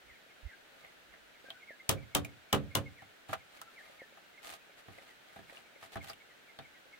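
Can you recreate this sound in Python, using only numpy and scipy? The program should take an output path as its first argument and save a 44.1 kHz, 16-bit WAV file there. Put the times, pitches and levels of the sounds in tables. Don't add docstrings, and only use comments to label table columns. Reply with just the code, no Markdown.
import sys
import numpy as np
from scipy import signal
from scipy.fft import rfft, irfft
from scipy.io import wavfile
from scipy.ndimage import uniform_filter1d

SR = 44100
rng = np.random.default_rng(int(sys.argv[2]) if len(sys.argv) > 2 else 0)


def dump(signal):
    limited = np.clip(np.atleast_2d(signal).T, -1, 1)
    pcm = np.round(limited * 32767).astype(np.int16)
    wavfile.write(sys.argv[1], SR, pcm)


N = 308259
AGE_S = np.arange(SR // 2) / SR


def undb(db):
    return 10 ** (np.asarray(db) / 20)


def unit(x):
    return x / np.sqrt(np.mean(x ** 2))


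def unit_hit(x):
    return x / np.sqrt(np.mean(x ** 2) * x.shape[-1] / (SR / 50))


def fade(t60_s):
    return np.exp(-np.log(1000) * AGE_S / t60_s)


def noise(size, alike):
    mid, side = rng.standard_normal((2, size))
    alike = np.clip(alike, -1, 1)
    shared = np.sqrt((1 + alike) / 2) * mid
    return shared + np.sqrt((1 - alike) / 2) * np.array([side, -side])


def colour(x, points):
    hz, db = np.transpose(points)
    grid_hz = np.linspace(1, SR / 2, 1025)
    gain_db = np.interp(np.log(grid_hz), np.log(hz), db)
    cepstrum = irfft(np.log(undb(gain_db)))
    half = len(grid_hz) - 1
    folded = np.r_[cepstrum[0], 2 * cepstrum[1:half], np.zeros(half)]
    impulse = irfft(np.exp(rfft(folded)))
    return signal.fftconvolve(x, impulse[None], axes=1)[:, :x.shape[1]]


def resonate(x, hz, width_hz):
    return signal.lfilter(*signal.iirpeak(hz, hz / width_hz, fs=SR), x)


def low_pass(x, order, top_hz):
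    return signal.sosfilt(signal.butter(order, top_hz, fs=SR, output="sos"), x)


def ring(modes, scatter_db, spread_rad):
    hz, db, t60_s = np.transpose(modes)[:, :, None]
    size, phase_cycles, skew, detune = rng.standard_normal((4, len(modes), 1))
    level = undb(db + scatter_db * size) * fade(t60_s)
    cycles = hz * (1 + 0.0063 * detune) * AGE_S + phase_cycles
    waves = level * np.exp(2j * np.pi * cycles)
    return np.array([(waves * np.exp(1j * side * spread_rad * skew)).imag.sum(0) for side in (1, -1)])


def add(out, s, x):
    i = max(int(s * SR), 0)
    out[:, i:i + x.shape[1]] += x[:, :out.shape[1] - i]


def pan(db):
    return undb(np.array([[db], [-db]]) / 2)


def sprinkle(per_s, db, scatter_db):
    slot, size, pitch = rng.random(100), *rng.standard_normal((2, 100))
    rows = np.c_[(np.arange(len(slot)) + slot) / per_s, db + scatter_db * size, pitch]
    return rows[rows[:, 0] < N / SR]


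# (time [s], level [dB], steel ring [Hz], crack [dB])
HARD_TAPS = [(1.89, -27.5, 3300, 1.5), (2.1476, -27, 3130, -0.5), (2.526, -23, 2995, -7),
             (2.7496, -27.5, 2930, -1.5)]
# (frequency [Hz], mean level [dB], t60 [s])
FREE_WALL = [(632, -4, .13), (675, -4, .11), (753, -1, .14), (831, 0, .11), (955, -5, .11), (1042, 1, .12),
             (1133, 1, .1), (1250, -6, .09), (1444, -9, .14)]
# (time [s], level [dB], pole boom [dB])
POLE_KNOCKS = [(3.02, -53.5, -1.5), (3.2921, -45.5, 4), (3.3293, -33, -16.5), (4.1713, -56.5, -25),
               (4.8818, -54, 6), (5.36, -50.5, -3), (5.389, -55, 4.5), (5.8261, -51, -10),
               (5.956, -41, -0.5), (5.968, -44, 5.5), (6.097, -47, -13), (6.588, -47.5, -0.5)]
# (time [s], level [dB], steel ring [Hz], crack [dB])
WIRE_TICKS = [(.846, -54, 2020, -24), (1.137, -57, 1750, -23), (1.502, -45.5, 3220, -13),
              (2.247, -46, 2430, -3), (3.334, -41.5, 1220, -7), (3.614, -49, 1330, -1),
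              (4.983, -56, 2100, -14), (5.496, -53.5, 1940, -19), (5.570, -54.5, 2820, -22),
              (6.097, -50, 4800, -4), (6.131, -56.5, 2840, -4), (6.587, -54, 3680, -26)]
# (frequency [Hz], level [dB], t60 before the hand's fade [s])
HAND_HELD_WALL = [(666, 7, 0.12), (769.3, 5, 0.13), (820, -0.5, 0.13), (1228, 7.5, 0.033)]


def pliers():
    out = np.zeros((2, N))
    for s, db, steel_hz, crack_db in HARD_TAPS:
        tap = contact(db, -2, -4.5, steel_hz, -12, crack_db, FREE_WALL,
                      rise_s=0.0029, chatter_s=0.0052, scatter_db=-4, scatter_t60_s=0.1,
                      cane_t60_s=0.14, dense_db=2, steel_width_hz=61, swell_s=0.0083,
                      pan_db=4.5, echo_db=-19, boom_top_hz=770)
        add(out, s, tap)
    knocks = [(s, db, boom_db, 0, 1725, -9, -16) for s, db, boom_db in POLE_KNOCKS]
    ticks = [(s, db, -18, -7.5, hz, 0, crack_db) for s, db, hz, crack_db in WIRE_TICKS]
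    hand = fade(.55)
    for s, *levels in knocks + ticks:
        click = contact(*levels, HAND_HELD_WALL,
                        rise_s=0.0011, chatter_s=0.0039, scatter_db=-2.5, scatter_t60_s=0.072,
                        cane_t60_s=0.11, dense_db=-2.0, steel_width_hz=190, swell_s=0.0017,
                        pan_db=0.0, echo_db=-21, boom_top_hz=273)
        add(out, s, hand * click)
    return out


# (frequency [Hz], filter gain [dB])
STEEL_CRACK = [(100, 6.5), (600, -11.5), (1200, -8.5), (2000, -4), (3400, 4.5), (4600, -1.5), (6300, 0.5),
               (8500, -1.5), (11000, -1), (15000, -4.5), (16500, -1.5)]
# (frequency [Hz], filter gain [dB])
CANE_OVERTONES = [(150, -59), (400, -6), (700, -6), (1250, -1.5), (1600, -6.5), (2200, -11), (3400, -12),
                  (4500, -22), (8000, -59), (16000, -68)]


def contact(db, boom_db, clack_db, steel_hz, steel_db, crack_db, wall, rise_s, chatter_s, scatter_db,
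            scatter_t60_s, cane_t60_s, dense_db, steel_width_hz, swell_s, pan_db, echo_db, boom_top_hz):
    push = np.minimum(AGE_S / rise_s, 1) ** 2 / (1 + (AGE_S / chatter_s) ** 6)
    swell = 1 - np.exp(-AGE_S / swell_s)
    scatter = resonate(noise(len(AGE_S), 0) * swell * fade(scatter_t60_s), 2500, 10600)
    blow = noise(len(AGE_S), 0) * push * pan(pan_db) + undb(scatter_db) * scatter
    crack = outdoors(colour(blow, STEEL_CRACK), echo_db)
    jaw = resonate(blow, steel_hz, steel_width_hz)
    other_jaw = resonate(blow, 1.167 * steel_hz, 2 * steel_width_hz)
    steel = resonate(jaw + undb(-11.5) * other_jaw, steel_hz, steel_hz / 2)
    steel = outdoors(steel, echo_db)
    dense = colour(noise(len(AGE_S), 0.11) * fade(cane_t60_s), CANE_OVERTONES)
    clack = swell * (unit_hit(ring(wall, 2.5, .55)) + undb(dense_db) * unit_hit(dense))
    poles = swell * boom(boom_top_hz)
    parts = ((boom_db, poles), (clack_db, clack), (steel_db, steel), (crack_db, crack))
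    return undb(db) * sum(undb(part_db) * unit_hit(part) for part_db, part in parts)


# (frequency [Hz], mean level [dB], t60 [s])
POLE_MODES = [(72, -14, .28), (103, -2, .34), (139, -3, .33), (183, -5, .33), (209, -6, .3), (242, -10, .3),
              (288, -2, .35), (349, -5, .17), (384, 0, .2), (440, -5, .19), (468, -9, .2), (507, -2, .22),
              (545, -7, .27), (574, -5, .19)]


def boom(top_hz, rattle_db=-11, rattle_t60_s=0.31, rock_db=-8, rock_hz=100, rock_s=0.044, pan_db=-2.5):
    rattle = resonate(noise(len(AGE_S), 0.92) * fade(rattle_t60_s), 477, 230)
    rock = resonate(resonate(noise(len(AGE_S), 0), rock_hz, 79), rock_hz, 87)
    rock = rock * AGE_S * np.exp(-AGE_S / rock_s)
    frame = unit_hit(ring(POLE_MODES, 1.77, 0.99))
    frame = frame + undb(rattle_db) * unit_hit(rattle) + undb(rock_db) * unit_hit(rock)
    return pan(pan_db) * low_pass(frame, 3, top_hz)


def outdoors(x, echo_db, bank_s=.0195, far_s=0.034, far_db=-11):
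    out = x.copy()
    add(out, bank_s, undb(echo_db) * (x + x[::-1]) / np.sqrt(2))
    add(out, far_s, undb(echo_db + far_db) * x[::-1])
    return out


# (time [s], level [dB])
CLEAR_TOCKS = [(.842, -62.5), (1.442, -60.5), (1.706, -58), (3.897, -61.5), (4.018, -58.5), (4.983, -58),
               (5.525, -64)]


def tocks(hz=545, t60_s=0.048, knock_db=1, knock_hz=500):
    out = np.zeros((2, N))
    faint = sprinkle(per_s=2.5, db=-70, scatter_db=3)[:, :2]
    for s, db in [*CLEAR_TOCKS, *faint]:
        hollow = ring([(hz, 0, t60_s), (670, -8, t60_s)], 1.7, 0.34) * np.minimum(AGE_S / .002, 1)
        knock = ring([(knock_hz, 0, .007)], 1, 0.63) * np.minimum(AGE_S / 0.0017, 1)
        add(out, s, undb(db) * (unit_hit(hollow) + undb(knock_db) * unit_hit(knock)))
    return out


# (start [s], end [s], rasp level [dB])
STROKES = [(0.687, 0.969, -72.5), (1.395, 1.562, -73.5), (3.278, 3.364, -61), (3.501, 3.62, -67),
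           (3.624, 4.1, -69.5), (4.413, 4.58, -56), (4.765, 4.818, -67.5), (4.83, 5.199, -68.5),
           (5.21, 5.48, -71), (5.459, 5.64, -65.5), (5.801, 5.885, -63), (5.91, 5.959, -62),
           (6.01, 6.135, -58.5)]
# (frequency [Hz], filter gain [dB])
RASP_COLOUR = [(300, -3), (900, 0.5), (1800, 8.5), (3000, 5.5), (4500, 5), (7000, -8), (16000, -42.5)]
# (frequency [Hz], filter gain [dB])
HISS_COLOUR = [(1500, -5.5), (4500, -1), (7000, -0.5), (10000, -4.5), (14500, -8.5), (16500, -16.5)]
USUAL_STROKE_DB, USUAL_HISS_DB, USUAL_CANE_DB = -63, -1.5, -2.5
HISS_GROWTH, CANE_GROWTH = 0.26, -0.094


def scrapes(slips_per_s=800, slip_db=4.3, tick_t60_s=.004, drag_t60_s=.05, drag_db=-8):
    out = np.zeros((2, N))
    for start_s, end_s, rasp_db in STROKES:
        effort_db = rasp_db - USUAL_STROKE_DB
        hiss_db = rasp_db + USUAL_HISS_DB + HISS_GROWTH * effort_db
        cane_db = rasp_db + USUAL_CANE_DB + CANE_GROWTH * effort_db
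        size = int(np.clip(end_s - start_s, .01, 1) * SR)
        strength = undb(slip_db * rng.standard_normal(SR).clip(-2, 1.4))
        slips = (rng.random(SR) < slips_per_s / SR) * strength
        slip = fade(tick_t60_s) + undb(drag_db) * fade(drag_t60_s)
        grip = np.sqrt(signal.fftconvolve(slips ** 2, slip ** 2)[:SR].clip(0))
        rub = (noise(SR, 0.017) * grip)[:, -size:] * np.sqrt(np.hanning(size))
        rub = np.pad(rub, ((0, 0), (0, SR // 20)))
        cane = sum(undb(db) * resonate(rub, hz, 24) for hz, db, _ in HAND_HELD_WALL)
        cane = cane + undb(-7.5) * resonate(rub, 540, 300)
        rasp = undb(rasp_db) * unit(colour(rub, RASP_COLOUR))
        hiss = undb(hiss_db) * unit(colour(rub, HISS_COLOUR))
        add(out, start_s, rasp + hiss + undb(cane_db) * unit(cane))
    return out


# (time [s], top pitch before waver [Hz], level before tree blur [dB])
BIRD_SLURS = [(.072, 2360, -64.5), (.480, 2090, -61.5), (1.668, 2280, -56.5), (2.959, 2284, -64.5),
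              (3.755, 2260, -59), (3.978, 2290, -59.5)]
# (time [s], top pitch before waver [Hz], level before tree blur [dB])
BIRD_PIPS = [(1.618, 2190, -61), (1.791, 2210, -60), (1.966, 2420, -60.5), (2.703, 2220, -62.5),
             (2.855, 2225, -56.5), (4.372, 2160, -61), (6.0, 2270, -58), (6.2, 2280, -63),
             (6.637, 2230, -62.5), (6.925, 2220, -60)]
# (time [s], top pitch before waver [Hz], level before tree blur [dB])
LOW_WHISTLES = [(1.444, 1596, -62.5), (1.533, 1510, -63), (3.652, 1387, -65)]
SLUR_S, SLUR_FALL = 0.076, .24
PIP_S, PIP_FALL = 0.0284, 0.052
WHISTLE_S, WHISTLE_FALL = 0.063, 0.014
FAR_S, FAR_FALL = 0.0562, 0.109
FAR_HZ, FAR_SPREAD = 2354, 0.0597


def birds(trees_db=-1, trees_t60_s=0.11, waver=0.028):
    notes = [(s, SLUR_S, hz, SLUR_FALL, db) for s, hz, db in BIRD_SLURS]
    notes += [(s, PIP_S, hz, PIP_FALL, db) for s, hz, db in BIRD_PIPS]
    notes += [(s, WHISTLE_S, hz, WHISTLE_FALL, db) for s, hz, db in LOW_WHISTLES]
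    for s, db, pitch in sprinkle(per_s=6, db=-70.5, scatter_db=1.5):
        notes.append((s, FAR_S, FAR_HZ * (1 + FAR_SPREAD * pitch), FAR_FALL, db))
    out = np.zeros((2, N))
    for s, length_s, top_hz, fall, db in notes:
        u = np.linspace(0, 1, int(length_s * SR))
        wobble = unit(uniform_filter1d(rng.standard_normal(SR // 4), size=200))[:len(u)]
        slide = (1 - np.cos(np.pi * (1.6 * u - .2).clip(None, 1))) / 2
        hz = top_hz * (1 - fall * slide) * (1 + waver * wobble)
        side_phase = np.array([[0], [rng.normal(0, 0.11)]])
        phase = 2 * np.pi * np.cumsum(hz) / SR + side_phase
        add(out, s, undb(db) * unit(np.sin(np.pi * u) * np.sin(phase)))
    trees = noise(len(AGE_S), 0.57) * fade(trees_t60_s)
    trees /= np.sqrt(np.sum(trees ** 2) / 2)
    return out + undb(trees_db) * signal.fftconvolve(out, trees, axes=1)[:, :N]


# (time [s], length [s], right-side level [dB])
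BREEZE_PUFFS = [(0, 0.2, -69), (0.42, 0.078, -42), (0.71, 0.87, -77.5)]


def breeze(eddy_hz=58, eddy_width_hz=35, left_db=-12, top_hz=170):
    out = np.zeros((2, N))
    for s, length_s, db in BREEZE_PUFFS:
        size = int(length_s * SR)
        eddies = resonate(noise(2 * SR, 0.51), eddy_hz, eddy_width_hz)
        eddies = resonate(eddies, eddy_hz, eddy_width_hz)[:, -size:]
        eddies = low_pass(eddies * np.hanning(size), 4, top_hz)
        eddies = np.array([unit(port) for port in eddies])
        add(out, s, eddies * undb([[db + left_db], [db]]))
    return out


# (frequency [Hz], filter gain [dB])
LEAF_COLOUR = [(40, -13), (100, -11), (200, -5), (450, -2.5), (650, -1.5), (1080, -8.5), (1500, 0),
               (2100, -4), (2800, -5.5), (4000, -9), (5000, -15.5), (8000, -19.5), (11000, -23.5),
               (15000, -21.5)]


def forest(level_db=-59.5, alike=0.04, flutter_db=-0.16):
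    wash = colour(noise(N, alike), LEAF_COLOUR)
    below = [signal.sosfiltfilt(signal.butter(2, hz, fs=SR, output="sos"), wash)
             for hz in (300, 1000, 2500)]
    bands = np.diff([0 * wash, *below, wash], axis=0)
    steps = np.linspace(0, N, 70)
    out = np.zeros((2, N))
    for band in bands:
        flutter = np.interp(np.arange(N), steps, rng.standard_normal(len(steps)))
        out += band * undb(flutter_db * flutter)
    return undb(level_db) * unit(out)


def scene():
    return pliers() + tocks() + scrapes() + birds() + breeze() + forest()


def record(dry, top_hz=15800):
    return signal.sosfilt(signal.ellip(10, .2, 70, top_hz, fs=SR, output="sos"), dry)


dry = scene()
out = record(dry)
dump(out)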